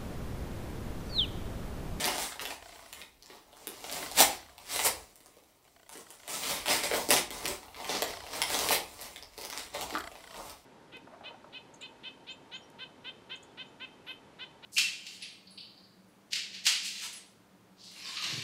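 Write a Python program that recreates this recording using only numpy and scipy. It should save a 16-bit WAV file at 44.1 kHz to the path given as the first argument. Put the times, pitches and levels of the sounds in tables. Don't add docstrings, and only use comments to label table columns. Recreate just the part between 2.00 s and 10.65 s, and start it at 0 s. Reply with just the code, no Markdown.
import sys
import numpy as np
from scipy import signal
from scipy.fft import rfft, irfft, next_fast_len
from scipy.io import wavfile

SR = 44100
rng = np.random.default_rng(int(sys.argv[2]) if len(sys.argv) > 2 else 0)


def persist_wave(psi):
    counts = np.round(np.clip(psi, -1, 1) * 32767).astype(np.int16)
    wavfile.write(sys.argv[1], SR, np.atleast_2d(counts).T)


N = 381465


def from_db(db):
    return 10 ** (np.asarray(db) / 20)


def rms_one(x):
    return x / np.sqrt(np.mean(x ** 2) + 1e-20)


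def at_hz(points, hz):
    freqs, values = np.transpose(points)
    return np.interp(np.log(hz), np.log(freqs), values)


def band(x, low_hz, high_hz):
    return signal.sosfilt(signal.butter(2, [low_hz, high_hz], "band", fs=SR, output="sos"), x)


def drift(rate_hz):
    pole = np.exp(-40 * np.pi * rate_hz / SR)
    slow = signal.lfilter([1], [1, -2 * pole, pole * pole], rng.standard_normal(N // 20 + 2002))[2000:]
    return np.interp(np.arange(N) / 20, np.arange(len(slow)), rms_one(slow))


def ring(clicks, hz, t60):
    r, w = from_db(-60 / (t60 * SR)), 2 * np.pi * hz / SR
    return signal.lfilter([0, np.sin(w)], [1, -2 * r * np.cos(w), r * r], clicks + 1e-18)


def hands(resting_db=-71):
    # start of full strength and hold in seconds, crackle level
    # in dB, seconds to swell and to fade 20 dB (under 5 ms counts as 5 ms), boom of broad folds and
    # crispness of small creases in relative dB.
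    pulls = [(0.0, 0.0085, -27.5, .05, 0.06, -5.5, 2), (.07, 0.0092, -23.5, 0.5, 0.12, -7.5, -14.5),
             (.1, 0.056, -35, -0.1, 0.12, 1, -2), (0.199, 0.033, -33.5, 0.03, 0.114, -9, 5),
             (.41, 0.011, -34.5, -0.03, 0.0263, 2, 0.5), (0.469, .06, -43.5, -0.3, .06, 2, -0.5),
             (.64, 0.21, -53, 0.1, 0.4, -1.5, -0.5), (.99, .01, -46, .12, 0.07, 1, 0.5),
             (1.33, .01, -48.5, 0.16, 0.16, 1, -7.5), (1.64, .14, -55, 0.34, 0, 6, 2),
             (1.85, .04, -44.5, 0.2, 0.3, -0.5, -2), (1.95, .05, -37.5, 0.1552, 0.2555, 0, 1.5),
             (2.191, 0.027, -16, 0.0365, 0.0255, -7.5, 3.5), (2.25, 0.078, -39, 0.18, 0.11, -10, -4.5),
             (2.38, .02, -56, 0.7, 0.07, 6, 7), (2.49, 0.028, -58.5, 0.5, 0.2, 3, -3),
             (2.6, 0.054, -57.5, .03, 0, 5, 4), (2.721, 0.1, -32, 0.0747, 0.034, -11.5, 0),
             (2.858, 0.0077, -25, 0.05, 0.0236, -1, 9), (2.9, .09, -56.5, .05, 0.19, 2, 8),
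             (3.25, .15, -65.5, 0.8, .15, 2.5, 1.5), (3.93, 0.072, -53, 0.03, 0.05, 4, 10),
             (4.11, 0.044, -57.5, 0.1, -0.3, -1, 7), (4.26, .01, -58, 0.1, -5, 6, -4.5),
             (4.289, 0.011, -41, -0.02, 0.2, 2.5, 10), (4.34, 0.0093, -37, 0.05, 0.1, -3.5, 4),
             (4.499, .01, -31, 0.19, 0.17, -3, 5.5), (4.664, .01, -36, 0.01, .05, -5, 4),
             (4.7, .02, -21.5, 0.0448, 0.14, -5, -3.5), (4.839, 0.0093, -30.5, 0.0235, 0.09, -4, 2),
             (4.94, 0.018, -32, 0.07, 0.12, 4, 6.5), (5.111, 0.022, -24, 0.0227, 0.0533, 0.5, 3.5),
             (5.17, 0.0076, -23.5, 0.02, 0.04, -23, -0.5), (5.31, 0.14, -45.5, -0.33, .1, 4.5, 3.5),
             (5.45, .06, -36.5, 0.02, .09, 1, 1), (5.61, 0.054, -57, -0.5, .04, 7, 1.5),
             (5.76, 0.1, -44, -0.06, 0.8, 3.5, -4.5), (5.9, .01, -30, 0.0748, 0.2, 1, -6),
             (5.95, 0.012, -26, 0.08, 0.05, -1.5, -15), (6.07, 0.0084, -37, 0, 0.12, -2, 0),
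             (6.35, 0.067, -36, 0.12, 0.03, 1.5, -4.5), (6.53, 0.0084, -29, 0.0954, 0.13, -8, 1),
             (6.6, 0.051, -31, 0.23, 0.08, -0.5, -1.5), (6.72, 0.013, -24, 0.06, 0.0573, -4, 1),
             (6.8, .14, -56, 4, .1, 2.5, 7), (7.03, .01, -43.5, .12, 0.19, 1.5, 1.5),
             (7.178, .005, -45, -0.2, -1, -1, -6), (7.231, .005, -45.5, -0.06, -0.47, 8.5, -14),
             (7.38, 0.071, -46.5, -0.08, -0.1, -3, 2), (7.59, 0.0091, -39.5, 0.3, 0.12, -0.5, -4),
             (7.75, 0.012, -38, 0.04, .06, 5.5, -7.5), (7.819, 0.015, -41, 0.09, 0.05, 6.5, 2),
             (7.93, 0.017, -41, 0.13, 0.06, 5, -3.5), (8.04, .01, -54, -0.5, .5, 2, 0),
             (8.36, .03, -42.5, 0.07, 0.05, 7, -9), (8.45, 0.044, -46, 0.4, 0.14, 1.5, -1)]
    start, held, db, swell, fade, boom_db, crisp_db = np.transpose(pulls)[:, :, None]
    t = np.arange(0, N + 64, 64) / SR
    before = np.maximum(start - t, 0) / np.maximum(swell, .005)
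    after = np.maximum(t - start - held, 0) / np.maximum(fade, .005)
    power = from_db(np.maximum(db - 20 * (before + after), -150)) ** 2
    total = power.sum(axis=0) + from_db(resting_db) ** 2
    level = 10 * np.log10(total)
    boom = (power * boom_db).sum(axis=0) / total
    crisp = (power * crisp_db).sum(axis=0) / total
    return [np.interp(np.arange(N) / SR, t, curve) for curve in (level, boom, crisp)]


def crackle(level_db, boom_db, crisp_db, per_s, spread_db, ring_cycles):
    # frequency in Hz, relative density in dB.
    paper_colour = [(160, -7), (260, -13), (400, -4.5), (800, -3), (1200, -2), (1600, -12.5), (3000, -7.5),
                    (5500, -6), (8300, -6), (12000, -15.5), (16000, -12.5)]
    sizes = from_db(spread_db * np.minimum(rng.exponential(1, N), 3.5)) * rng.choice([-1, 1], N)
    rate = per_s * from_db(.25 * (level_db + 50) + 3.2 * drift(28))
    clicks = sizes * (rng.random(N) < rate / SR) / np.sqrt(rate)
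    out = 0
    for hz in np.geomspace(180, 15500, num=30):
        low_lift_db = at_hz([(1100, 1), (1700, 0.057)], hz) * boom_db
        high_lift_db = at_hz([(5000, 0.21), (7000, 0.89)], hz) * crisp_db
        hits = clicks * (rng.random(N) < .12)
        patch = rms_one(ring(hits, hz, ring_cycles / hz))
        wander_db = 2.85 * drift(3.66)
        gain = from_db(level_db + low_lift_db + high_lift_db + at_hz(paper_colour, hz) + wander_db)
        out = out + gain * patch * np.sqrt(hz / 75000)
    return out


def snaps(size=2000):
    # start in seconds, crack peak in dB, ring pitch in Hz, ring peak in dB
    # relative to the crack, body peak in dB, boom peak in dB, boom pitch in Hz.
    creases = [(0.0428, -17, 4400, 0, -42, -50, 900), (0.0555, -13, 4970, -11, -35, -36, 403),
               (0.0789, -24, 5020, -8, -26, -24, 905), (0.156, -34, 4840, -8, -40, -36, 690),
               (0.182, -21, 4070, -2, -32, -30.5, 810), (0.3214, -43, 3010, 4, -34, -40.5, 740),
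               (0.3575, -45.5, 3840, -4, -44, -38, 710), (0.3945, -32.5, 2980, -2, -26, -39, 1180),
               (0.4537, -25, 3200, -19, -24, -39, 750), (0.5055, -41, 3320, -12, -29.5, -36.5, 744),
               (0.9283, -31, 7800, -3.5, -35.5, -47, 1240), (1.0157, -46, 3060, -10, -32.5, -54, 1020),
               (1.2247, -44, 5300, 5, -64, -65, 406), (1.26, -44, 6100, 5, -50, -73, 476),
               (1.3003, -56, 3810, 0, -40.5, -44, 370), (1.529, -48, 3500, -1, -47, -49.5, 670),
               (1.5688, -45, 7870, -3, -65, -47, 1010), (1.6713, -20.5, 3330, -11, -34, -37.5, 454),
               (1.8417, -32.5, 4600, -6.5, -33.5, -37.5, 820), (1.8968, -34, 3770, 0, -31, -42, 656),
               (1.915, -29, 8600, -1, -57, -58, 848), (1.926, -20.5, 5400, -8, -48, -39, 598),
               (2.0365, -33, 7930, -5, -42, -35, 940), (2.1147, -24.5, 4890, -9, -38, -37, 714),
               (2.177, -19, 4600, -3, -22, -25, 830), (2.204, -0.5, 7350, -4, -38, -12.5, 800),
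               (2.486, -52, 3330, -2.5, -62, -49, 1123), (2.5807, -33.5, 6050, -9, -40.5, -48, 880),
               (2.7049, -33, 4750, -7, -30, -46, 1000), (2.7608, -18.5, 4840, -8, -24, -31, 580),
               (2.792, -25, 3280, -5, -24, -27, 845), (2.8494, -14.5, 8400, -5, -35, -25, 1060),
               (2.8629, -12, 7150, -10, -44, -31, 816), (2.8688, -15, 8400, -11, -38, -38, 610),
               (3.1573, -39, 8600, -5, -55, -73, 382), (3.2048, -43, 3340, -8, -53, -58, 325),
               (3.26, -43, 7630, 0, -52, -49, 880), (3.368, -45.5, 3030, -6, -66, -49, 535),
               (3.4372, -51, 3320, -4, -62, -56, 824), (3.6516, -58, 4200, -7, -57, -58, 743),
               (3.893, -33.5, 8150, -6, -43, -44.5, 866), (3.9217, -43, 8870, -1, -49, -53, 1000),
               (3.954, -40, 3410, -4, -42, -43, 382), (4.1045, -33.5, 8400, -6, -42, -47.5, 666),
               (4.2787, -31, 8600, -2, -34, -39, 668), (4.4344, -27.5, 4540, -8, -26.5, -48, 985),
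               (4.659, -23, 3440, -13, -26, -34, 980), (4.6825, -19, 3500, 2.5, -24, -29.5, 607),
               (4.8365, -17, 4900, -6, -29, -29.5, 567), (4.913, -27, 3570, -8, -23, -25.5, 470),
               (4.9377, -36, 3430, -10, -17.5, -24, 595), (5.0888, -18, 8300, -13, -30, -24, 341),
               (5.1059, -5, 4900, -10, -13.5, -21, 563), (5.1394, -17.5, 4030, 1.5, -32, -29, 634),
               (5.1646, -13, 3280, -5, -33, -38, 386), (5.3058, -26, 3080, -9, -34.5, -37, 368),
               (5.4459, -33, 5260, 4, -46, -32, 370), (5.456, -17, 3440, -2, -26, -42, 293),
               (5.4801, -20.5, 6700, 1, -46, -36, 385), (5.6306, -40, 4720, -10, -44, -45.5, 865),
               (5.6822, -52, 2980, -4, -46, -44, 806), (5.7448, -42, 3760, -6, -38, -45, 1260),
               (5.8004, -51, 3880, 3, -39, -33.5, 816), (5.8453, -30, 3280, -4, -34, -41, 896),
               (5.893, -40, 4000, -2, -29, -30, 400), (6.0216, -14.5, 5400, -13.5, -19, -23, 710),
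               (6.2377, -43, 3280, -1, -40, -39, 754), (6.266, -36, 3060, -10.5, -35, -41, 676),
               (6.335, -33, 4870, -2, -32.5, -34, 850), (6.418, -12.5, 5100, -3, -18.5, -30, 1100),
               (6.502, -26.5, 3760, -6, -25, -28, 860), (6.5444, -22, 3840, 1, -37, -30, 826),
               (6.5901, -17.5, 5100, -2, -37, -31, 1050), (6.6881, -18.5, 9400, -1, -16.5, -31, 455),
               (6.7064, -25, 9700, -6, -30, -20, 810), (6.72, -15.5, 2970, -2.5, -35, -25.5, 540),
               (6.755, -24, 4200, -6, -21.5, -35, 570), (6.992, -42.5, 3830, 0, -41, -42, 1010),
               (7.014, -28, 9200, -4, -52.5, -46.5, 700), (7.023, -28, 4370, -4, -41, -46, 830),
               (7.161, -34.5, 3350, 3.5, -37, -47, 738), (7.226, -39, 4600, 9, -54, -47, 580),
               (7.3356, -49, 4850, -2, -51, -62, 926), (7.3787, -33.5, 4840, -0.5, -39, -41, 455),
               (7.3883, -37, 5230, -5, -46, -36.5, 470), (7.4129, -29, 5150, -16, -42, -46, 404),
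               (7.438, -41, 4970, -7, -35, -42, 580), (7.45, -24, 5400, -2, -40, -37.5, 1050),
               (7.5004, -26, 5060, -3, -33.5, -52, 890), (7.5275, -36, 5330, 5, -33, -38, 1030),
               (7.5758, -27, 5770, 3, -32, -41.5, 840), (7.7477, -42, 3060, -4, -30.5, -33, 556),
               (7.811, -24.5, 3380, -14, -30.5, -36, 810), (7.8978, -33, 4300, -14, -54, -37, 800),
               (7.9245, -45, 4460, -7, -41, -36, 365), (7.9421, -42, 4760, -3, -40, -34, 312),
               (7.9518, -42, 3020, -3.5, -33, -18.5, 1210), (7.984, -29, 4360, -12, -50, -42, 1140),
               (8.116, -46, 7700, 3, -42, -43, 696), (8.1542, -48, 4060, -3, -37.5, -40, 756),
               (8.4968, -32, 5040, -5, -54, -52, 570)]
    out, t = np.zeros(N + size), np.arange(size) / SR
    noises = rng.standard_normal((len(creases), 4, size))
    noises[:, :2, 0] = 2.5
    for (start, crack_db, ring_hz, ring_db, body_db, boom_db, boom_hz), noise in zip(creases, noises):
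        crack = band(noise[0] * np.exp(-t / .0006), 4000, 14500)
        tone = band(noise[1] * np.exp(-t / .0007), .8 * ring_hz, 1.25 * ring_hz)
        body = band(noise[2] * np.exp(-t / 0.0024), 1265, 4260)
        push = noise[3] * t / .0005 * np.exp(-t / 0.00043)
        boom = band(ring(push, boom_hz, t60=9.3 / boom_hz), 0.51 * boom_hz, 3.5 * boom_hz)
        at = round(start * SR)
        for part, db in ((crack, crack_db), (tone, crack_db + ring_db), (body, body_db), (boom, boom_db)):
            out[at:at + size] += from_db(db) * part / np.abs(part).max()
    return out[:N]


def bedroom(direct, tail_count=8, tail_db=-4, build_s=.012, crossfade_s=.04):
    # frequency in Hz, seconds to fall 60 dB.
    decay = [(125, 0.44), (400, 0.37), (1200, 0.34), (4000, 0.29), (9000, 0.26), (16000, 0.19)]
    echo_s = [.0068, .0155, .0196]
    echo_db = [-3, -15, -10]
    t = np.arange(SR // 2) / SR
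    edges_hz = 60 * 2 ** np.arange(0, 8.4, .5)
    white = rng.standard_normal((2, tail_count, len(t)))
    tails = sum(band(white[k % 2], low, high) * from_db(-60 * t / at_hz(decay, low * 2 ** .25))
                for k, (low, high) in enumerate(zip(edges_hz, edges_hz[1:])))
    tails *= 1 - np.exp(-(t / build_s) ** 2)
    tails = from_db(tail_db) * tails / np.sqrt(np.sum(tails ** 2) / tail_count)
    place = np.arange(N) / SR / crossfade_s % tail_count
    out = direct.copy()
    for k, tail in enumerate(tails):
        away = np.abs((place - k + tail_count / 2) % tail_count - tail_count / 2)
        share = np.maximum(1 - away, 0)
        out += signal.fftconvolve(direct * np.sqrt(share), tail)[:N]
    for delay, db in zip(echo_s, echo_db):
        lag = np.round((delay + .00015 * drift(3)) * SR).astype(int)
        out += from_db(db) * direct[np.maximum(np.arange(N) - lag, 0)]
    return out


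def air_rumble():
    # time in seconds, level in dB.
    course = [(0.0, -55), (1.54, -77.5), (2.26, -55), (2.55, -70), (2.99, -55.5), (3.18, -78.5),
              (4.21, -79.5), (4.6, -58.5), (5.18, -57.5), (5.25, -61), (5.54, -54), (5.64, -64),
              (6.53, -55), (7.32, -66), (8.02, -57), (8.21, -73), (8.5, -59), (8.65, -76)]
    level_db = np.interp(np.arange(N) / SR, *np.transpose(course))
    return from_db(level_db) * rms_one(band(rng.standard_normal(N), 33, 83))


def hiss(level_db=-69):
    # frequency in Hz, relative density in dB.
    floor_colour = [(18, -32.5), (30, 9), (38, -14), (79, 1.5), (303, 0.5), (345, 2), (684, -8.5),
                    (2060, -15), (8520, -18), (16000, -13.5)]
    size = next_fast_len(N)
    hz = np.maximum(np.arange(size // 2 + 1) * SR / size, 1)
    spectrum = rfft(rng.standard_normal(size)) * from_db(at_hz(floor_colour, hz))
    return from_db(level_db) * rms_one(irfft(spectrum, size)[:N])


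def focus_motor(step_s=.0337, spread_db=1.2, size=2000):
    # first and last step in seconds, their relative levels in dB,
    # housing boom in relative dB.
    runs = [(0.623, 0.858, -41.5, -47, -1.5), (2.0263, 2.06, -29, -29.5, -4.5),
            (2.3936, 2.4937, -48.5, -47, -8), (3.676, 3.676, -55, -54, -12), (3.7615, 3.8626, -51, -53, -4),
            (4.065, 4.065, -47.5, -44, -13.5), (4.198, 4.2317, -46, -47, -12),
            (6.101, 6.203, -33.5, -39, -4.5), (7.904, 8.0719, -35, -34, -6),
            (8.2038, 8.3417, -42.5, -39.5, -8)]
    # frequency in Hz, relative level in dB, seconds to fall 60 dB.
    housing = [(679, 3, 0.058), (1104, -3, 0.012), (1500, 0, 0.022), (1980, -1, 0.014), (3150, -0.5, 0.01),
               (4400, -2.5, .008), (7800, -2.5, 0.0049)]
    out, t = np.zeros(N + size), np.arange(size) / SR
    steps = np.concatenate([
        np.linspace((first, first_db, boom_db), (last, last_db, boom_db), round((last - first) / step_s) + 1)
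        for first, last, first_db, last_db, boom_db in runs])
    steps[:, 1] += spread_db * rng.standard_normal(len(steps))
    gear_noise = rng.standard_normal((len(steps), len(housing), size)) * t * np.exp(-t / 0.0019)
    for (start, step_db, boom_db), rattles in zip(steps, gear_noise):
        at = round(start * SR)
        for rattle, (hz, mode_db, t60) in zip(rattles, housing):
            mode = ring(rattle, hz, t60)
            peak = from_db(step_db + mode_db + boom_db * (hz < 1300)) / 2
            out[at:at + size] += peak * mode / np.abs(mode).max()
    return out[:N]


def scene():
    paper = crackle(*hands(), per_s=5500.0, spread_db=4.0, ring_cycles=11.5) + snaps()
    low_cut = signal.butter(2, 190, "high", fs=SR, output="sos")
    paper = signal.sosfilt(low_cut, paper)
    rumble = air_rumble()
    return (bedroom(paper) + focus_motor() + rumble + hiss())[None]


def record(dry, overload=.8, cutoff_hz=15750):
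    # centre in Hz, width in Hz, gain in dB.
    port = [(835, 600, 3), (1532, 500, -2.5), (2073, 580, 4), (6680, 700, -4)]
    for hz, width_hz, db in port:
        centre = -2 * np.cos(2 * np.pi * hz / SR)
        width, gain = np.pi * width_hz / SR, from_db(db / 2)
        dry = signal.lfilter([1 + width * gain, centre, 1 - width * gain],
                             [1 + width / gain, centre, 1 - width / gain], dry)
    clipped = np.clip(dry, -overload, overload)
    return signal.sosfilt(signal.ellip(12, .3, 75, cutoff_hz, fs=SR, output="sos"), clipped)


dry = scene()
out = record(dry)
persist_wave(out)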